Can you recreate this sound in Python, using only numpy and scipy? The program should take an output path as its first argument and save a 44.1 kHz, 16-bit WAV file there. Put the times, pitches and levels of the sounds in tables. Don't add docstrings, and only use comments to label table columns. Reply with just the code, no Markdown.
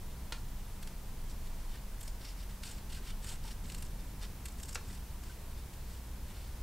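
import sys
import numpy as np
from scipy import signal
from scipy.fft import rfft, irfft, next_fast_len
from scipy.io import wavfile
from scipy.ndimage import uniform_filter1d, map_coordinates

SR = 44100
rng = np.random.default_rng(int(sys.argv[2]) if len(sys.argv) > 2 else 0)


def natural_amplitude(level_db):
    exponent = np.asarray(level_db, float) / 20
    return 10 ** exponent


def digitize_waveform(pressure):
    field = np.atleast_2d(pressure).T
    bounded = np.clip(field, -1, 1)
    quanta = np.round(bounded * 32767).astype(np.int16)
    wavfile.write(sys.argv[1], SR, quanta)


N = 292199
FRAY_MID = 0.34


def unit(x):
    return x / np.sqrt(np.mean(x ** 2) + 1e-20)


def along(points, hz):
    point_hz, value = np.transpose(points)
    return np.interp(np.log(hz + 1), np.log(point_hz + 1), value)


def curve(points):
    point_s, value = np.transpose(points)
    return np.interp(np.arange(N) / SR, point_s, value)


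def wobble(rate_hz):
    knots = rng.standard_normal(int(N * rate_hz / SR) + 4)
    return map_coordinates(knots, [np.arange(N) * rate_hz / SR])


def filtered(x, response):
    m = next_fast_len(N + SR // 2)
    return irfft(rfft(x, m) * response(np.fft.rfftfreq(m, 1 / SR)), m)[..., :N]


def noise(spectrum):
    return unit(filtered(rng.standard_normal(N), lambda hz: natural_amplitude(along(spectrum, hz))))


def resonant(x, modes, steep=1.45):
    def response(hz):
        total = 0
        for k, (centre_hz, width_hz, db) in enumerate(modes):
            damping = 1j * hz * width_hz
            total = total + (-1) ** k * natural_amplitude(db) * damping / (centre_hz ** 2 - hz ** 2 + damping)
        return unit(np.abs(total) ** steep) * np.exp(1j * np.angle(total))
    return filtered(x, response)


def shares(db, bite, taut, fray=FRAY_MID):
    cloth_db = -10 + 18 * taut
    tip_db = -12.5 + 25 * bite
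    fizz_db = -17.5 + 13 * bite + 7.5 * taut + 16 * (fray - FRAY_MID)
    return natural_amplitude(db + np.array([0, cloth_db, tip_db, fizz_db]))[:, None]


def stroke_force():
    # start in seconds, length in seconds, force in dB, bite (0 pivot, 1 tips), cloth tension (0-1).
    closing = [(1.285, .045, -57.5, 0.48, .4), (1.45, 0.033, -60.5, .5, 0.64),
               (1.68, 0.11, -62.5, .35, 0.83), (2.21, 0.12, -55, 0.26, 0.62),
               (2.36, 0.086, -57.5, .3, 0.57), (2.895, .1, -57, .52, 0.78), (3.03, 0.093, -57, 0.46, 0.84),
               (3.22, 0.14, -57.5, 0.77, 0.92), (3.98, 0.037, -63, .15, .55),
               (4.212, 0.048, -51.5, .35, 0.72), (4.85, 0.13, -60, 0.59, 0.67), (5.23, 0.13, -66, 0.53, .7),
               (5.86, 0.13, -63.5, 0.53, 0.67)]
    drags = [
        (1.58, .1, -67, .45, .6),
        (2.49, 0.082, -66, 0.56, 0.87),
        (2.628, 0.15, -53.5, 0.59, 0.69),
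        (5.57, 0.05, -65, .4, 0.93),
        (6.34, 0.27, -64, .35, 0.78),
    ]
    pressing = [
        (.82, .08, -68, .36, .66),
        (1.993, 0.11, -68, .72, 0.72),
        (3.437, .092, -57.5, .5, 0.73),
        (3.64, 0.23, -67, 0.72, 0.68),
        (4.455, .04, -73, .64, .72),
        (4.58, 0.19, -69, 0.76, .6),
        (6.28, 0.042, -71, .7, 1),
    ]
    kinds = ((closing, (.35, .45, 8, 11)), (drags, (.05, .2, 3, 12)), (pressing, (.3, .3, 0.5, 0.5)))
    force, t = np.zeros((4, N)), np.arange(N) / SR
    for rows, (rise, hold, start_db, end_db) in kinds:
        for start_s, length_s, db, bite, taut in rows:
            age = t - start_s
            corners = [0, rise, min(rise + hold, .98), 1]
            shape_db = np.interp(age / length_s, corners, [-start_db, 0, 0, -end_db])
            inside = np.interp(age, [-.006, 0, length_s, length_s + .004], [0, 1, 1, 0])
            force += shares(db, bite, taut) * natural_amplitude(shape_db) * inside
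    clumps = unit(natural_amplitude(2.6 * wobble(120)))
    return natural_amplitude(-1.5) * clumps * force


def thread_force():
    # time in seconds, peak in dB, bite (0-1), cloth tension (0-1), fibre spray (0-1).
    threads = [(0.8275, -44.5, 0.58, 0.83, 0.8), (0.8726, -37.5, .28, 0.58, .5),
               (2.0093, -47.5, .72, 0.75, 1.1), (2.03, -48.5, 0.93, .66, 0.6), (2.077, -37, 0.48, .3, 0.8),
               (3.6526, -46.5, .24, .8, .3), (3.698, -43.5, .66, 0.95, .3), (3.7199, -39.5, 0.53, .75, .4),
               (3.7454, -40.5, 0.7, 0.93, .55), (3.7813, -46.5, .72, .72, .65),
               (3.824, -42.5, .56, 0.72, 0.95), (4.4552, -40, 0.79, .8, .6), (4.483, -46.5, .72, .7, .3),
               (4.521, -55, 0.92, .4, .1), (4.5984, -51, 0.89, 0.89, .5), (4.631, -37.5, 0.71, .58, .4),
               (4.683, -44, 0.65, .4, .5), (4.69, -42, 0.85, 0.71, .35), (4.708, -41, .28, .2, .3),
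               (4.7278, -37.5, 0.64, 0.26, .2), (4.7467, -35.5, 0.83, 0.41, .45),
               (4.7533, -25.5, .35, 0.7, .05), (5.2344, -50.5, 0.61, 0.96, .5), (5.735, -52, .52, 0.85, .6)]
    # time in seconds, peak in dB, bite (0-1), tension (0-1).
    snags = [(2.214, -43, .12, 0.58), (2.268, -46, .05, .05), (2.285, -40, .05, .1), (2.633, -34, 0.38, .7),
             (2.6514, -46, 0.57, .6), (2.674, -36.5, .28, 0.44), (2.711, -48, .95, .85),
             (2.782, -47.5, .36, 0.8), (2.8993, -52, .4, .5), (3.2271, -49, .44, .45),
             (3.243, -41, 0.61, .7), (3.269, -37, .3, .4), (3.289, -38, 0.69, .3), (3.3024, -47, .5, .6),
             (3.85, -50, .6, .5), (4.4605, -49, .7, 0.82), (4.585, -53, 0.87, .4), (4.6544, -51, .8, .4),
             (3.4391, -41, .2, .35), (4.214, -45, .05, .2), (4.9746, -44, .2, .45)]
    strain_s, longer_per_db = 0.0045, -0.03
    lead = SR // 50
    force, t = np.zeros((4, N + SR)), np.arange(-lead, SR // 25) / SR
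    for time_s, db, *grip in threads + snags:
        width_s = np.clip(strain_s * (1 + longer_per_db * (db + 46)), .001, .012)
        u = (t - .002) / width_s
        swell = np.exp(-np.abs(np.where(u < 0, 1.3 * u, u)) ** 1.35)
        force[:, round(time_s * SR) - lead:][:, :len(t)] += shares(db - 10.0, *grip) * swell
    return force[:, :N]


def cutting():
    # centre in Hz, width in Hz, level in dB.
    edge = [(4570, 160, -11), (4800, 750, 1.5), (5300, 124, 4), (5550, 155, 2.5), (6030, 38, -0.5)]
    cloth = [(1475, 750, -1), (2220, 470, 1.5), (2864, 480, 1.5), (3280, 116, 3.5), (3606, 132, 2.5),
             (3974, 69, 3), (4290, 240, 1)]
    tip = [(6550, 360, -6), (6960, 150, -0.5), (7600, 130, -0.5), (7645, 74, 4), (8150, 1100, -3.5),
           (8800, 67, -14.5)]
    fizz = [(9730, 2500, 1.5), (13500, 1600, -1.5)]
    force = np.hypot(stroke_force(), thread_force())
    chance, size, sign = rng.random((3, N))
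    breaking = chance < 2500 / SR
    breaks = unit(breaking * natural_amplitude(-4 * np.log(size + .02)) * np.sign(sign - .5))
    cut = np.zeros(N)
    for drive, body in zip(force, (edge, cloth, tip, fizz)):
        rub = rng.standard_normal(N)
        cut += resonant(drive * (0.68 * rub + 0.48 * breaks), body)
    z = signal.stft(cut, nperseg=256)[2]
    shift = uniform_filter1d(rng.standard_normal(z.shape), size=3, axis=0)
    shift = uniform_filter1d(shift, size=7, axis=1)
    return signal.istft(z * unit(natural_amplitude(0.64 * unit(shift))), nperseg=256)[1][:N]


def snaps():
    # time in seconds, peak in dB, T60 in seconds, brightness in dB per octave.
    closures = [
        (0.3224, -31, 0.026, 0.3),
        (4.7557, -33.5, 0.031, -1.5),
    ]
    # frequency in Hz, level in dB per Hz.
    crack_colour = [(180, -29), (350, -14.5), (550, -5), (1200, -4), (2300, -6), (4200, -4), (6000, -12),
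                    (9000, -14.5), (12000, -26), (15800, -38)]
    out, t = np.zeros(N), np.arange(N) / SR
    for time_s, db, t60_s, tilt_db in closures:
        age = np.clip(t - time_s, 0, 1)
        colour = [(hz, level + tilt_db * np.log2(hz / 3000)) for hz, level in crack_colour]
        fade = natural_amplitude(-60 * age / t60_s) * (1 - np.exp(-age / 0.00024))
        z = rfft(fade * rng.standard_normal(N))
        power = uniform_filter1d(np.abs(z) ** 2, size=round(500 * N / SR))
        even = irfft(z / np.sqrt(power), N)
        crack = (age > 0) * filtered(even, lambda hz: natural_amplitude(along(colour, hz)))
        out += natural_amplitude(db) * crack * np.linalg.norm(fade) / np.linalg.norm(crack)
    return out


def backing():
    # time in seconds, peak in dB, pitch in Hz, T60 in seconds.
    flexes = [(1.74, -54, 1810, 0.088), (2.0785, -42, 5130, .025), (2.315, -50, 830, 0.053),
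              (2.97, -50, 1560, .07), (3.12, -50, 3030, .04), (3.31, -49, 920, .05), (3.325, -48, 786, .04),
              (3.447, -46, 915, 0.091), (3.485, -51, 884, 0.094), (4.23, -50, 825, .05),
              (4.9, -54, 2000, 0.058), (5.295, -47.5, 1540, 0.046)]
    out, t = np.zeros(N + SR), np.arange(SR // 8) / SR
    for time_s, db, hz, t60_s in flexes:
        bend = np.cumsum(rng.normal(0, .05, len(t)))
        fade = natural_amplitude(db - 60 * t / t60_s) * (1 - np.exp(-t / 0.0011))
        out[round(time_s * SR):][:len(t)] += fade * np.sin(2 * np.pi * hz * t + bend)
    return out[:N]


def room(x):
    # frequency in Hz, returned level in dB.
    walls = [(300, -4.5), (1500, -2), (3500, -2.5), (8000, -6)]
    # frequency in Hz, T60 in seconds.
    decay = [(300, 0.17), (1500, 0.25), (3500, 0.15), (6000, 0.3), (12000, 0.11)]
    hz, t, z = signal.stft(rng.standard_normal(SR // 3), SR, nperseg=256)
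    tail_db = along(walls, hz)[:, None] - 60 * t / along(decay, hz)[:, None]
    tail = signal.istft(z * natural_amplitude(tail_db), SR, nperseg=256)[1]
    return signal.fftconvolve(np.pad(x, (150, 0)), tail / np.linalg.norm(tail))[:N]


def motor_hum():
    # time in seconds, load share of the fast motor (0-1).
    load = [(0, 0.4), (.15, 0.94), (.45, .2), (.9, 0.5), (1.3, 0.2), (2.5, 0), (2.85, 0.38), (3.65, 0.37),
            (4.0, 0), (4.5, 0.66), (4.8, 0.75), (5.4, 0.87), (6.63, 0.84)]
    motor_hz = [41.8, 59.6]
    full_db, idle_drop_db = [-43, -41], [-13, -23.5]
    fast = curve(load)
    hum = np.zeros(N)
    for hz, db, drop_db, idle in zip(motor_hz, full_db, idle_drop_db, (fast, 1 - fast)):
        level = natural_amplitude(db + drop_db * idle + 2.3 * wobble(5))
        hum += level * np.sin(2 * np.pi * np.cumsum(hz + 1.038 * wobble(6)) / SR)
    return hum


def ventilation():
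    # time in seconds, deep rumble level in dB.
    flow = [(0.0, -45.5), (1.4, -40), (2.1, -46), (2.25, -48.5), (3.3, -40), (3.97, -44), (4.17, -51),
            (4.5, -44), (5.33, -50.5), (6.63, -48)]
    # frequency in Hz, level in dB per Hz.
    deep = [(8, -26), (18, 5), (25, 6.5), (36, -9.5), (60, -54), (200, -120)]
    air_colour = [(24, -12.5), (40, -3.5), (73, -6.5), (109, -14.5), (193, -16.5), (296, -24), (692, -29.5),
                  (1140, -34), (1600, -34), (3000, -37.5), (6000, -39.5), (10000, -41), (14600, -42),
                  (15800, -42)]
    # centre in Hz, width in Hz, level in dB.
    duct_modes = [(193.5, 4.3, -65), (123.7, 19.5, -61.5), (85.9, 16.5, -59), (930, 270, -66)]
    rumble = natural_amplitude(curve(flow)) * noise(deep)
    air = natural_amplitude(-48) * noise(air_colour)
    swell = natural_amplitude(2.06 * wobble(2.48)) - 1
    air = air + swell * filtered(air, lambda hz: 1 / (1 + (hz / 350) ** 4))
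    ducts = np.zeros(N)
    for hz, width_hz, db in duct_modes:
        ducts += natural_amplitude(db) * unit(resonant(rng.standard_normal(N), [(hz, width_hz, 0)], steep=1.34))
    whistle = natural_amplitude(-85) * np.sin(2 * np.pi * 15272 * np.arange(N) / SR)
    return motor_hum() + rumble + air + ducts + whistle


def microphone_hiss():
    # frequency in Hz, level in dB per Hz.
    hiss_colour = [(12, -39), (20, -37), (65, -18), (107, -29), (149, -14), (300, -6), (1390, -9),
                   (2000, -9.5), (14500, -8), (15800, -10)]
    return natural_amplitude(-59.5) * np.array([noise(hiss_colour), noise(hiss_colour)])


def scene():
    cut, snap = cutting() + backing(), snaps()
    reflected = room(natural_amplitude(-14) * cut + natural_amplitude(-7.0) * snap)
    return cut + snap + reflected + ventilation() + microphone_hiss()


def low_pass(x):
    return signal.sosfilt(signal.butter(12, 15920, fs=SR, output="sos"), x)


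def record(dry):
    mix = filtered(dry, lambda hz: hz < 15770)
    return low_pass(mix)


dry = scene()
out = record(dry)
digitize_waveform(out)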